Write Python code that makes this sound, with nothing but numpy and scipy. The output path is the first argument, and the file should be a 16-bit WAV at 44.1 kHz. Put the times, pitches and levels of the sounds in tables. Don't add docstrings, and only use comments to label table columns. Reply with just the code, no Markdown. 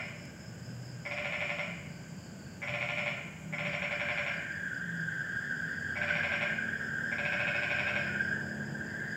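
import sys
import numpy as np
from scipy import signal
from scipy.fft import rfft, irfft, next_fast_len
from scipy.io import wavfile
from scipy.ndimage import map_coordinates

SR = 44100
rng = np.random.default_rng(int(sys.argv[2]) if len(sys.argv) > 2 else 0)


def wav_out(sig):
    wavfile.write(sys.argv[1], SR, np.round(np.clip(np.atleast_2d(sig).T, -1, 1) * 32767).astype(np.int16))


N = 403956
LEAD = SR // 2
TOP_HZ = 15800

# first and last croak in seconds, number of croaks, gap growth per croak
# as a share of the first gap, level in dB, snaps in the first croak, sac tightness as a pitch factor.
CROAK_RUNS = [(-.2, -.11, 2, 0, 6, 4.3, 1.01), (1.053, 1.586, 8, 0.1, 3.5, 2.6, 1.014),
              (2.619, 3.062, 7, 0.13, 3.5, 3.64, 1.021), (3.527, 4.264, 10, .2, 3.5, 3.04, 1.012),
              (5.956, 6.411, 7, .112, 4, 3.4, 1.015), (7.117, 7.956, 12, 0.028, 3.5, 2.58, 1.046)]
# pitch in Hz, width in Hz, level in dB.
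THROAT_RINGS = [(583.8, 48, -3.5), (658, 202, -9.5), (1061, 212, -13.5), (1420, 170, -9), (1790, 290, -8.5),
                (2121, 204, 1.5), (2340, 190, 3), (2920, 730, -18.5), (3430, 470, -18.5),
                (3990, 740, -33.5)]
# time in seconds, level in dB, pitch in Hz.
CHORUS_SWELL = [(0, -59.5, 1575), (3.4, -62, 1574), (3.9, -45.5, 1595), (4.3, -40.5, 1623),
                (4.9, -37.5, 1620), (6.4, -36.5, 1621), (8.33, -36, 1595), (8.5, -42.5, 1622),
                (8.8, -42.5, 1650), (9.15, -38, 1663)]
# time in seconds, relative level in dB.
NEAR_PIPS = [(5.908, -20), (6.018, -17), (6.108, -15), (6.210, -16), (6.341, -17.5), (6.588, -17.5),
             (6.692, -21), (7.303, -16.5), (8.162, -21.5), (8.209, -17)]
# first burst in seconds, number of bursts, spacing in seconds,
# first pitch in Hz, first level in dB, change per burst in dB.
RASP_BOUTS = [(.005, 6, .215, 5205, -64.5, 0.5), (1.965, 3, 0.25, 4750, -64, -0.5),
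              (5.17, 6, 0.19, 4890, -71.5, 1.5), (6.84, 5, .243, 5160, -66.5, 1.2),
              (8.04, 6, .214, 5040, -61, -1)]
# time in seconds, level in dB.
FAR_RASP_LEVELS = [(0, -67), (2.7, -68), (3.45, -74), (4.3, -72), (6, -62.5), (9.15, -76)]
CHIRP_TIMES = [3.69, 3.92, 4.12, 4.335, 4.521, 4.745, 4.972, 8.87, 9.08]
# start in seconds, length in seconds, relative level in dB.
THIN_SQUEAKS = [(.6, .38, -76), (3.22, .28, -76)]
# time in seconds, cycles a second, relative level in dB.
ENGINE_APPROACH = [(4.8, 31, -77), (5.5, 40, -51.5), (6.3, 37.7, -50), (6.45, 36.5, -47.5),
                   (7.15, 37.5, -46.5), (7.4, 31.3, -48), (8.4, 34.8, -41.5), (9.15, 36, -45.5)]
# multiple of the cycle rate, level in dB.
EXHAUST_TONES = [(3, -16), (4, 1.5), (5, -9.5), (6, 3.5), (7, -5), (8, -16), (9, -9), (10, -9), (11, -13),
                 (12, -11.5), (14, -33)]
# start and length in seconds, pitch in Hz, glide in Hz a second, relative dB.
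FAR_DRONES = [(.4, 0.84, 117, 12.5, -44), (1.25, 0.72, 166, 13, -44.5), (2.6, .5, 127, -6, -45.5),
              (3.15, 0.84, 164, -16.5, -44.5), (3.25, 0.68, 195, -14.5, -46), (4.75, .45, 177, -44, -39),
              (5.6, 0.93, 91, -1.5, -49), (7.301, 1.8, 84.6, 5.5, -52), (8.3, 0.95, 139, 4.5, -46.5)]
# frequency in Hz, seconds to fade by 60 dB, level in dB.
WALL_ECHO = [(304, 1, -19), (634, 1, 4), (2475, 0.91, 0), (2880, 1, 8), (3660, 0.66, -2), (4540, 1, 8),
             (6300, 0.16, 3.5)]
# frequency in Hz, relative level in dB.
FROG_COLOUR = [(300, -13), (520, -0.5), (5700, -2), (6300, -1)]
OVERTONE_COLOUR = [(2700, -26), (3150, 3), (3500, -1.5), (3750, -28)]
CRICKET_COLOUR = [(5600, -16.5), (6200, -8), (6750, 2), (7200, 4.5), (7700, -3), (7900, -2), (8150, -10.5),
                  (9000, -15.5), (9600, -26.5)]
FAR_RASP_COLOUR = [(4100, -22), (4650, 4), (5000, 9), (5400, -0.5), (5800, -28)]
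SQUEAK_COLOUR = [(2500, -30), (5000, 7), (11500, -5), (15000, -10)]
TYRE_COLOUR = [(150, -11), (300, 1.5), (600, 3.5), (1000, -7), (2000, -46)]
ROAD_COLOUR = [(25, -67), (45, -29), (62, -17.5), (85, -6.5), (125, -2.5), (165, 0.5), (215, -6),
               (275, -12.5), (400, -22), (550, -60), (800, -26.5), (1200, -29), (2600, -80)]
AIR_COLOUR = [(25, -14), (100, 0.5), (600, 3.5), (1000, -9), (2300, -7), (3100, -10), (3700, -22.5),
              (6000, -19), (9400, -31.5), (11000, -27.5), (15500, -26)]


def plan_croaks(longest_gap=1.55, warm_up_db=-2.8, warm_up_croaks=3):
    croaks = []
    for start, end, count, slowing, db, first_snaps, tension in CROAK_RUNS:
        gaps = np.minimum(1 + slowing * np.arange(count - 1), longest_gap)
        times = start + (end - start) * np.append(0, np.cumsum(gaps)) / gaps.sum()
        for k, s in enumerate(times):
            snaps = first_snaps + 0.054 * k + 0.2 * rng.standard_normal()
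            croaks.append((s, db + warm_up_db * np.exp(-k / warm_up_croaks), snaps, tension, k == 0))
    return croaks


def frog(croaks, level_db=-8, snap_gap_s=0.0086, whistle_db=-58, whistle_hz=5620, sag_hz=380):
    voice = np.zeros(N + LEAD)
    progress = np.linspace(0, 1, int(0.033 * SR))
    for s, db, snaps, tension, slack in croaks:
        start = LEAD / SR + s
        tune = tension * (0.95 if slack else 1)
        throat = [(hz * (tune if hz > 1500 else 1), width, level - 4 * slack * (hz > 2700))
                  for hz, width, level in THROAT_RINGS]
        chance = rng.standard_normal((6, 3))
        for k, (late, size, stretch) in enumerate(chance[:-1]):
            push_db = -5 * slack if k == 0 else 1 - k
            gain = amp(level_db + db + push_db + 0.5 * size) * np.clip(snaps - k, 0, 1)
            add(voice, start + k * snap_gap_s + 0.00022 * late, gain * ring(throat, 1 + 0.006 * stretch))
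        waver = np.interp(progress, np.linspace(0, 1, 24), rng.standard_normal(24))
        pitch = whistle_hz - sag_hz * progress + 60 * chance[-1, 0] + 120 * waver
        add(voice, start, amp(whistle_db + db) * np.sin(np.pi * progress) * tone(pitch))
    voice = colour(voice, FROG_COLOUR)
    return walls(voice, early_db=-3, tail_db=0, bounce_db=-7, early_fade_s=0.075, bounce_s=0.0035)[LEAD:]


def frog_body(croaks, level_db=-37.5, hz=586, rise_s=0.015, fade_s=0.27):
    swell = np.zeros(N)
    t = np.arange(SR // 2) / SR
    for s, db, *_ in croaks:
        add(swell, s, (1 - np.exp(-t / rise_s)) * amp(level_db + db - 60 * t / fade_s))
    return swell * tone(hz + 5 * wobble(25))


def pip(hz, length_s, overtone_db=-28):
    t = np.arange(int(length_s * SR)) / SR
    phase = 2 * np.pi * (hz * t + rng.random())
    return np.sin(np.pi * t / length_s) ** 2 * (np.sin(phase) + amp(overtone_db) * np.sin(2 * phase))


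def chorus(near_per_s=60, far_per_s=300):
    level_db, pitch = curves(CHORUS_SWELL)
    near, far, nearest = np.zeros((3, N))
    for when, a, b, size in rng.random((int(far_per_s * N / SR), 4)):
        hz = pitch[int(when * N)] * (0.871 + 0.309 * (a + b) / 2)
        add(far, when * N / SR, amp(10 * size) * pip(hz, 0.0057, overtone_db=-25.5))
    for slot, (late, tune, size) in enumerate(rng.standard_normal((N * near_per_s // SR, 3))):
        s = slot / near_per_s + 0.004 * late
        hz = pitch[int(np.clip(s * SR, 0, N - 1))] * 0.985 * np.exp(0.025 * tune)
        add(near, s, amp(2.9 * size) * pip(hz, 0.013, overtone_db=-30.5))
    crowd = walls(unit(near) + amp(-4) * unit(far), early_db=5.5, tail_db=4, bounce_db=6.5)
    crowd = amp(level_db) * (unit(crowd) + amp(-28) * noise(OVERTONE_COLOUR))
    for s, db in NEAR_PIPS:
        add(nearest, s - 0.009, amp(db - 8.5) * pip(1590 + 20 * rng.standard_normal(), 0.019))
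    return crowd + walls(nearest, early_db=-30, tail_db=-12, bounce_db=-11)


def crickets(level_db=-62.5):
    return noise(CRICKET_COLOUR) * amp(level_db + 0.19 * wobble(19) + 0.59 * wobble(70))


def rasps(half_burst_s=0.14, sag_hz=35.6, sweep_hz=520, strokes_per_s=32):
    power, pitch_sum, weight = np.zeros(N), np.zeros(N), np.full(N, 1e-9)
    burst = np.hanning(int(2 * half_burst_s * SR))
    for s, count, spacing, hz, db, change_db in RASP_BOUTS:
        for k in range(count):
            start = s + k * spacing - half_burst_s
            add(power, start, (amp(db + k * change_db) * burst) ** 2)
            add(pitch_sum, start, (hz - k * sag_hz) * burst)
            add(weight, start, burst)
    stroke = np.cumsum(strokes_per_s + 2 * wobble(2.8)) / SR % 1
    pitch = pitch_sum / weight + sweep_hz * (0.5 - stroke)
    phase = 2 * np.pi * np.cumsum(pitch) / SR
    wing = unit(wobble(420) * np.cos(phase) + wobble(420) * np.sin(phase))
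    near = np.sqrt(power) * wing * unit(np.sin(np.pi * stroke) ** 0.5)
    far = noise(FAR_RASP_COLOUR) * amp(curves(FAR_RASP_LEVELS)[0] + wobble(2.8))
    return far + walls(near, early_db=-6.5, tail_db=-9.5, bounce_db=-18)


def chirps(level_db=-53, from_hz=5250, to_hz=4550, length_s=0.0087, gap_s=0.035):
    out = np.zeros(N)
    progress = np.linspace(0, 1, int(length_s * SR))
    stroke = np.sin(np.pi * progress) * tone(from_hz + (to_hz - from_hz) * progress)
    for s in CHIRP_TIMES:
        for start in (s, s + gap_s):
            add(out, start - length_s / 3, amp(level_db + rng.standard_normal()) * stroke)
    return walls(out, early_db=-11, tail_db=-16, bounce_db=-23)


def squeaks_and_tick(top_hz=11400, arch_hz=850, tick_s=0.254):
    out = np.zeros(N)
    for s, length, db in THIN_SQUEAKS:
        arch = np.sin(np.linspace(0, np.pi, int(length * SR)))
        pitch = top_hz - arch_hz * (1 - arch) + 600 * rng.standard_normal(len(arch))
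        add(out, s, amp(db) * np.sqrt(np.abs(arch)) * tone(pitch))
    out *= amp(4.3 * wobble(25.7))
    t = np.arange(SR // 20) / SR
    add(out, tick_s, amp(-47 - 60 * t / 0.012) * rng.standard_normal(len(t)))
    return colour(out, SQUEAK_COLOUR)


def vehicle():
    speed, level_db = curves(ENGINE_APPROACH)
    phase = 2 * np.pi * np.cumsum(speed * (1 + 0.00379 * wobble(7))) / SR
    exhaust = sum(amp(db + 1.5 * wobble(5)) * np.sin(multiple * phase + 2 * np.pi * rng.random())
                  for multiple, db in EXHAUST_TONES)
    return amp(level_db - 1) * (unit(exhaust) + amp(-7.5) * noise(TYRE_COLOUR))


def far_traffic(rumble_db=-47):
    drones = np.zeros(N)
    for start, length, hz, glide, db in FAR_DRONES:
        progress = np.linspace(0, 1, int(length * SR))
        add(drones, start, amp(db + 0.5) * np.sin(np.pi * progress) * tone(hz + glide * length * progress))
    rumble = amp(rumble_db - 0.45 * wobble(2.14)) * noise(ROAD_COLOUR)
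    return rumble + drones * amp(wobble(8.1))


def night_air(level_db=-55):
    return amp(level_db + 0.13 * wobble(0.67)) * noise(AIR_COLOUR)


def walls(x, early_db, tail_db, bounce_db, early_fade_s=0.25, bounce_s=0.003354):
    echo = np.array(WALL_ECHO)
    hz, t, spectrum = signal.stft(rng.standard_normal(SR), SR, nperseg=256)
    fade_s = along(echo[:, :2], hz)[:, None]
    tail = signal.istft(spectrum * amp(-60 * t / fade_s), SR, nperseg=256)[1]
    t = np.arange(len(tail)) / SR
    early = rng.standard_normal(len(t)) * amp(-60 * t / early_fade_s) * (t > bounce_s)
    scatter = amp(tail_db) * tail / np.linalg.norm(tail) + amp(early_db) * early / np.linalg.norm(early)
    answer = colour(scatter, echo[:, ::2])
    answer[0] += 1
    answer[round(bounce_s * SR)] += amp(bounce_db)
    return signal.fftconvolve(x, answer)[:len(x)] / np.sqrt(1 + amp(tail_db) ** 2 + amp(early_db) ** 2)


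def ring(resonances, stretch, size=4096):
    hz = np.fft.rfftfreq(size, 1 / SR)
    power = sum((amp(db) / (1 + (2 * (hz - centre * stretch) / width) ** 2)) ** 2
                for centre, width, db in resonances)
    cepstrum = irfft(np.log(power + 1e-14) / 2)
    cepstrum[1:size // 2] *= 2
    cepstrum[size // 2 + 1:] = 0
    answer = irfft(np.exp(rfft(cepstrum)))
    return answer / np.linalg.norm(answer)


def amp(db):
    return 10 ** (np.asarray(db) / 20)


def unit(x):
    return x / np.sqrt(np.mean(x ** 2) + 1e-20)


def tone(hz):
    return np.sin(2 * np.pi * np.cumsum(hz) / SR)


def along(points, hz):
    known_hz, values = np.transpose(points)
    return np.interp(np.log(hz + 1), np.log(known_hz + 1), values)


def curves(rows):
    times, *columns = np.transpose(rows)
    return [np.interp(np.arange(N) / SR, times, column) for column in columns]


def wobble(rate):
    return map_coordinates(rng.standard_normal(int(N * rate / SR) + 4), [np.arange(N) * rate / SR])


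def filtered(x, response):
    size = next_fast_len(len(x) + SR // 2)
    return irfft(rfft(x, size) * response(np.fft.rfftfreq(size, 1 / SR)), size)[:len(x)]


def colour(x, points):
    return filtered(x, lambda hz: amp(along(points, hz)))


def noise(points):
    return unit(colour(rng.standard_normal(N), points))


def add(track, s, sound):
    start = round(s * SR)
    lo, hi = max(start, 0), min(start + len(sound), len(track))
    if hi > lo:
        track[lo:hi] += sound[lo - start:hi - start]


def scene():
    croaks = plan_croaks()
    frogs = frog(croaks) + frog_body(croaks) + chorus()
    insects = crickets() + rasps() + chirps()
    return (frogs + insects + squeaks_and_tick() + vehicle() + far_traffic() + night_air())[None]


def record(dry):
    return np.array([filtered(channel, lambda hz: hz < TOP_HZ) for channel in dry])


dry = scene()
out = record(dry)
wav_out(out)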